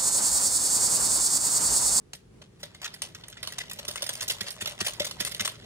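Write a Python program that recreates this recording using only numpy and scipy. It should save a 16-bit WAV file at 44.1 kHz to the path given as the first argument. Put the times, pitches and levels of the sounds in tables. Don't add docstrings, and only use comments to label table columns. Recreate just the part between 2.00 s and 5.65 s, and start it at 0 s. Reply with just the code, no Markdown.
import sys
import numpy as np
from scipy import signal
from scipy.fft import rfft, irfft
from scipy.io import wavfile
from scipy.ndimage import uniform_filter1d

SR = 44100
rng = np.random.default_rng(int(sys.argv[2]) if len(sys.argv) > 2 else 0)


def file_out(sig):
    cols = np.atleast_2d(sig).T
    lim = np.clip(cols, -1, 1)
    pcm = np.round(lim * 32767).astype(np.int16)
    wavfile.write(sys.argv[1], SR, pcm)


def to_linear_factor(level_db):
    exponent = np.asarray(level_db, float) / 20
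    return 10 ** exponent


N = 160965

# pitch_hz, level_db (per Hz)
HUM_SPECTRUM = [(25, -31), (48, -4), (75, -7.5), (109, -1), (200, -6.5), (280, -14), (410, -9.5),
                (600, -23), (3300, -34), (10500, -38.5), (12000, -51)]
# start_s, length_s, middle_db, treble_db (drive levels)
CREASES = [(0.1322, 0.0041, -39.5, -35.5), (0.415, 0.01, -48, -58), (0.592, 0.025, -58, -54.5),
           (0.6286, 0.01, -34.5, -39), (0.7456, 0.0043, -43.5, -49.5), (0.816, 0.0022, -36, -41),
           (0.828, 0.0092, -38, -54), (0.843, 0.0039, -32, -35), (0.852, 0.013, -34.5, -43),
           (0.9374, 0.012, -45.5, -38), (1.0186, 0.0028, -32, -26), (1.1477, 0.002, -39.5, -40.5),
           (1.236, 0.0055, -43, -74), (1.282, 0.0024, -42, -34.5), (1.325, 0.0069, -44.5, -75),
           (1.369, 0.0046, -39.5, -82), (1.4282, 0.006, -33, -33), (1.473, 0.0016, -28, -28.5),
           (1.522, 0.0017, -34.5, -34), (1.5823, 0.0044, -32, -28), (1.599, 0.019, -35, -54),
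           (1.6963, 0.0017, -37.5, -32), (1.712, 0.0049, -36.5, -34.5), (1.732, 0.0013, -68, -31),
           (1.7864, 0.0079, -36.5, -37), (1.8503, 0.00091, -38, -35.5), (1.878, 0.013, -36, -27),
           (1.91, 0.0029, -39, -30.5), (1.957, 0.0014, -26.5, -28), (2.0215, 0.0006, -30, -20),
           (2.033, 0.0033, -47, -40), (2.062, 0.0084, -36, -33), (2.0893, 0.0068, -27.5, -25),
           (2.131, 0.00054, -44, -28), (2.153, 0.00082, -34.5, -28.5), (2.206, 0.007, -32.5, -30.5),
           (2.2173, 0.013, -34, -28), (2.2782, 0.0098, -36.5, -24.5), (2.295, 0.018, -29, -24),
           (2.32, 0.0024, -50, -34), (2.406, 0.0097, -31, -31), (2.461, 0.02, -35.5, -44),
           (2.4823, 0.0019, -29.5, -31.5), (2.505, 0.00053, -54, -24.5), (2.6, 0.0014, -44.5, -53),
           (2.6051, 0.021, -34, -31), (2.657, 0.0033, -31, -29.5), (2.6715, 0.0071, -31.5, -32),
           (2.695, 0.0018, -57, -29.5), (2.789, 0.001, -38.5, -42), (2.802, 0.013, -30, -28.5),
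           (2.843, 0.016, -39, -33.5), (2.8618, 0.012, -26.5, -25), (2.8815, 0.0018, -52, -26),
           (2.933, 0.0051, -42, -33.5), (2.996, 0.0097, -26.5, -30.5), (3.043, 0.013, -32.5, -30.5),
           (3.065, 0.0041, -32.5, -27.5), (3.109, 0.0042, -36, -33), (3.192, 0.036, -36.5, -42),
           (3.2008, 0.01, -30, -25.5), (3.2487, 0.0024, -30, -21), (3.2552, 0.026, -37.5, -31),
           (3.311, 0.014, -39.5, -34), (3.3468, 0.00096, -32, -30), (3.395, 0.0034, -26, -45),
           (3.402, 0.0096, -28, -29), (3.447, 0.013, -28, -23), (3.4764, 0.00071, -28.5, -26)]
# pitch_hz, width_hz, level_db (relative within its band)
POUCH_MODES = [(605, 20, 3), (1389, 1460, 13.5), (2031, 42, 9), (3684, 113, 6), (8300, 900, 5.5),
               (8930, 640, 39)]
# time_s, level_db
HANDLING = [(0, -100), (.58, -77.5), (.8, -62.5), (1.33, -63), (2.1, -54), (3.65, -59)]
# low_db, middle_db, treble_db
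RUSTLE_COLOUR = (0, 2.55, -6.5)
# start_s, hollow_db (ring of the pouch's hollow), thump_db (low thump)
FLICKS = [(0.412, -37.5, -61), (0.634, -27.5, -59), (1.884, -33.5, -33), (2.025, -23.5, -56),
          (2.414, -45, -33.5), (2.623, -33, -30), (2.815, -38, -29), (3.004, -19, -32.5), (3.208, -17, -30),
          (3.406, -25, -32.5)]
# pitch_hz, level_db (added to thump_db), t60_s
THUMP_MODES = [(108, -1, .13), (200, 4, .05), (380, 5, .03)]
# pitch_hz, level_db
MIC_TONE = [(750, -8), (2000, -6), (3200, 1.5), (10500, -8), (11600, -22.5), (12600, -4.5), (15700, -22),
            (16000, -55)]
# pitch_hz, left_minus_right_db
LEAN = [(200, 0), (350, -4), (800, 2.5), (4400, -1), (8000, 0)]

HUM_START_DB, HUM_SWELL_DB_PER_S, HUM_WAVER_DB = -56.5, 1.66, 1.5
ALIKE_BELOW_HZ = 280
BAND_EDGES_HZ = [420, 1200, 6000, 17000]
BROAD_DB, MODE_SCATTER_DB = 3, 2.5
FOLD_S, FOLD_SHIFT = 0.03, 0.06
SNAPS_PER_S, SNAP_SPREAD_DB = 10000, 2.7
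RISE_SHARE, FADE_S, BODY_DB = 0.29, 0.002, -15.5
CRACKS_PER_S, CRACK_S, CRACK_SPREAD_DB = 220, 0.0008, 3.2
SETTLE_DB, SETTLE_S = -9, 0.023
HOLLOW_HZ, HOLLOW_T60_S, FINGER_S = 592, 0.079, 0.0011
KITCHEN_T60_S, KITCHEN_DB, WALL_CUT_HZ = 0.3, -12, 4500
NEAR_DB, NEAR_S = -4, 0.001
LEFT_LAG_S = 0.00012


def rms_one(x):
    return x / np.sqrt(np.mean(x ** 2) + 1e-20)


def at_hz(points, hz):
    p = np.array(points, float)
    return np.interp(np.log(np.maximum(hz, 1)), np.log(p[:, 0]), p[:, 1])


def drift(rate_hz):
    r = np.exp(-2 * np.pi * rate_hz / SR)
    slow = signal.lfilter([1], [1, -2 * r, r * r], rng.standard_normal(N + SR))
    return rms_one(slow[SR:])


def hum():
    hz = np.fft.rfftfreq(N, 1 / SR)
    alike = 1 / (1 + (hz / ALIKE_BELOW_HZ) ** 4)
    mid, side = rfft(rng.standard_normal((2, N))) * to_linear_factor(at_hz(HUM_SPECTRUM, hz))
    left_right = np.sqrt(1 + alike) * mid + np.sqrt(1 - alike) * side * [[1], [-1]]
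    swell_db = HUM_START_DB + HUM_SWELL_DB_PER_S * np.arange(N) / SR
    return to_linear_factor(swell_db + HUM_WAVER_DB * drift(3.5)) * rms_one(irfft(left_right, N))


def grains(per_s, spread_db):
    sizes = to_linear_factor(spread_db * np.minimum(rng.exponential(1, N), 4)) * rng.choice([-1, 1], N)
    happens = rng.random(N) < per_s / SR
    return rms_one(sizes * happens + 1e-18)


def resonate(x, hz, width_hz):
    r = np.exp(-np.pi * width_hz / SR)
    gain = np.sqrt((1 - r * r) / 2)
    return signal.lfilter([gain, 0, -gain], [1, -2 * r * np.cos(2 * np.pi * hz / SR), r * r], x)


def folds(count):
    step = int(FOLD_S * SR)
    chosen = np.repeat(rng.integers(0, count, N // step + 1), step)[:N]
    return chosen == np.arange(count)[:, None]


def pouch(excite):
    out = 0
    for band in range(3):
        low, high = BAND_EDGES_HZ[band:band + 2]
        sos = signal.butter(2, [low, high], "band", fs=SR, output="sos")
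        broad_gain = (-1) ** band * to_linear_factor(BROAD_DB) * np.sqrt(SR / 2 / (high - low))
        out = out + broad_gain * signal.sosfilt(sos, excite(band, False))
        modes = [m for m in POUCH_MODES if low <= m[0] < high]
        power = sum(to_linear_factor(2 * db) for _, _, db in modes)
        for k, (hz, width_hz, db) in enumerate(modes):
            drive = (-1) ** k * to_linear_factor(db) / np.sqrt(power) * excite(band, True)
            for shape, shift in zip(folds(count=5), np.linspace(-FOLD_SHIFT, FOLD_SHIFT, 5)):
                out = out + resonate(drive * shape + 1e-18, hz * (1 + shift), width_hz)
    return out


def creases():
    start, length, middle, treble = np.transpose(CREASES)
    band_db = [middle + BODY_DB, middle, treble]
    t = np.arange(SR // 16) / SR
    length = length[:, None]
    swell = np.minimum(t / (RISE_SHARE * length), 1)
    shape = swell * np.exp(-np.maximum(t - length, 0) / FADE_S)
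    where = (start * SR).astype(int)[:, None] + np.arange(len(t))
    snaps = grains(SNAPS_PER_S, SNAP_SPREAD_DB)

    def excite(band, scattered):
        luck_db = scattered * MODE_SCATTER_DB * rng.standard_normal(len(start))
        gain = to_linear_factor(band_db[band] + luck_db)[:, None]
        power = np.bincount(where.ravel(), ((gain * shape) ** 2).ravel(), N + SR)[:N]
        return snaps * np.sqrt(power)
    return pouch(excite)


def rustle():
    s, db = np.transpose(HANDLING)
    handled_db = np.interp(np.arange(N) / SR, s, db)
    start, length, middle, treble = np.transpose(CREASES)
    band_db = [middle + BODY_DB, middle, treble]
    ends = ((start + length) * SR).astype(int)
    shared = grains(CRACKS_PER_S, CRACK_SPREAD_DB) ** 2
    snaps = grains(SNAPS_PER_S, SNAP_SPREAD_DB)
    r = np.exp(-1 / (CRACK_S * SR))

    def excite(band, scattered):
        stirred = np.bincount(ends, to_linear_factor(2 * (band_db[band] + SETTLE_DB)), N)[:N]
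        settling = signal.lfilter([1], [1, -np.exp(-2 / (SETTLE_S * SR))], stirred)
        power = to_linear_factor(2 * (handled_db + RUSTLE_COLOUR[band])) + settling
        cracks = (shared + grains(CRACKS_PER_S, CRACK_SPREAD_DB) ** 2) / 2
        bursts = signal.lfilter([(1 - r) ** 2], [1, -2 * r, r * r], cracks)
        return snaps * np.sqrt(power * bursts)
    return pouch(excite)


def flicks():
    s, hollow_db, thump_db = np.transpose(FLICKS)
    modes = [(HOLLOW_HZ, hollow_db, HOLLOW_T60_S)]
    modes += [(hz, thump_db + db, t60) for hz, db, t60 in THUMP_MODES]
    out = 0
    for hz, db, t60 in modes:
        clicks = np.full(N, 1e-18)
        clicks[(s * SR).astype(int)] = to_linear_factor(db + 2 * rng.standard_normal(len(s)))
        r, w = to_linear_factor(-60 / (t60 * SR)), 2 * np.pi * hz / SR
        out = out + signal.lfilter([0, np.sin(w)], [1, -2 * r * np.cos(w), r * r], clicks)
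    out = signal.sosfilt(signal.butter(4, 85, "high", fs=SR, output="sos"), out)
    push = np.hanning(int(FINGER_S * SR) + 3)
    return signal.lfilter(push / push.sum(), [1], out)


def energy_at(db, echo):
    return to_linear_factor(db) * echo / np.sqrt(np.sum(echo ** 2, axis=-1, keepdims=True))


def kitchen(x):
    t = np.arange(SR // 2) / SR
    noise = rng.standard_normal((2, len(t)))
    dull = signal.sosfilt(signal.butter(1, WALL_CUT_HZ, fs=SR, output="sos"), noise)
    die = to_linear_factor(-60 * t / KITCHEN_T60_S)
    tail = dull * die + (noise - dull) * die ** 2
    tail = energy_at(KITCHEN_DB, tail * np.minimum(t / 0.004, 1))
    near = rng.standard_normal((12, 2, 512)) * np.exp(-t[:512] / NEAR_S)
    near = signal.sosfilt(signal.butter(2, 300, "high", fs=SR, output="sos"), near)
    near = energy_at(NEAR_DB, near)
    held = uniform_filter1d(folds(count=len(near)) * 1.0, size=64) * x
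    far_echo = signal.fftconvolve(x[None], tail, axes=1)[:, :N]
    near_echo = signal.oaconvolve(held[:, None], near, axes=2).sum(0)[:, :N]
    return far_echo + near_echo


def colour(x, db, lag_s):
    size = 2 * (len(db) - 1)
    cepstrum = irfft(db * np.log(10) / 20)
    cepstrum[1:size // 2] *= 2
    cepstrum[size // 2 + 1:] = 0
    lag = -2j * np.pi * lag_s * np.fft.rfftfreq(size, 1 / SR)
    return irfft(rfft(x, size) * np.exp(rfft(cepstrum) + lag))[:N]


def scene():
    sachet = creases() + rustle() + flicks()
    wet = kitchen(sachet)
    hz = np.fft.rfftfreq(2 ** 18, 1 / SR)
    mic_db, lean_db = at_hz(MIC_TONE, hz), at_hz(LEAN, hz)
    left = colour(sachet + wet[0], mic_db + lean_db / 2, LEFT_LAG_S)
    right = colour(sachet + wet[1], mic_db - lean_db / 2, 0)
    return np.array([left, right]) + hum()


def top_cut(x):
    return signal.sosfilt(signal.butter(12, 16490, fs=SR, output="sos"), x)


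def record(dry):
    return top_cut(dry)


dry = scene()
out = record(dry)
file_out(out)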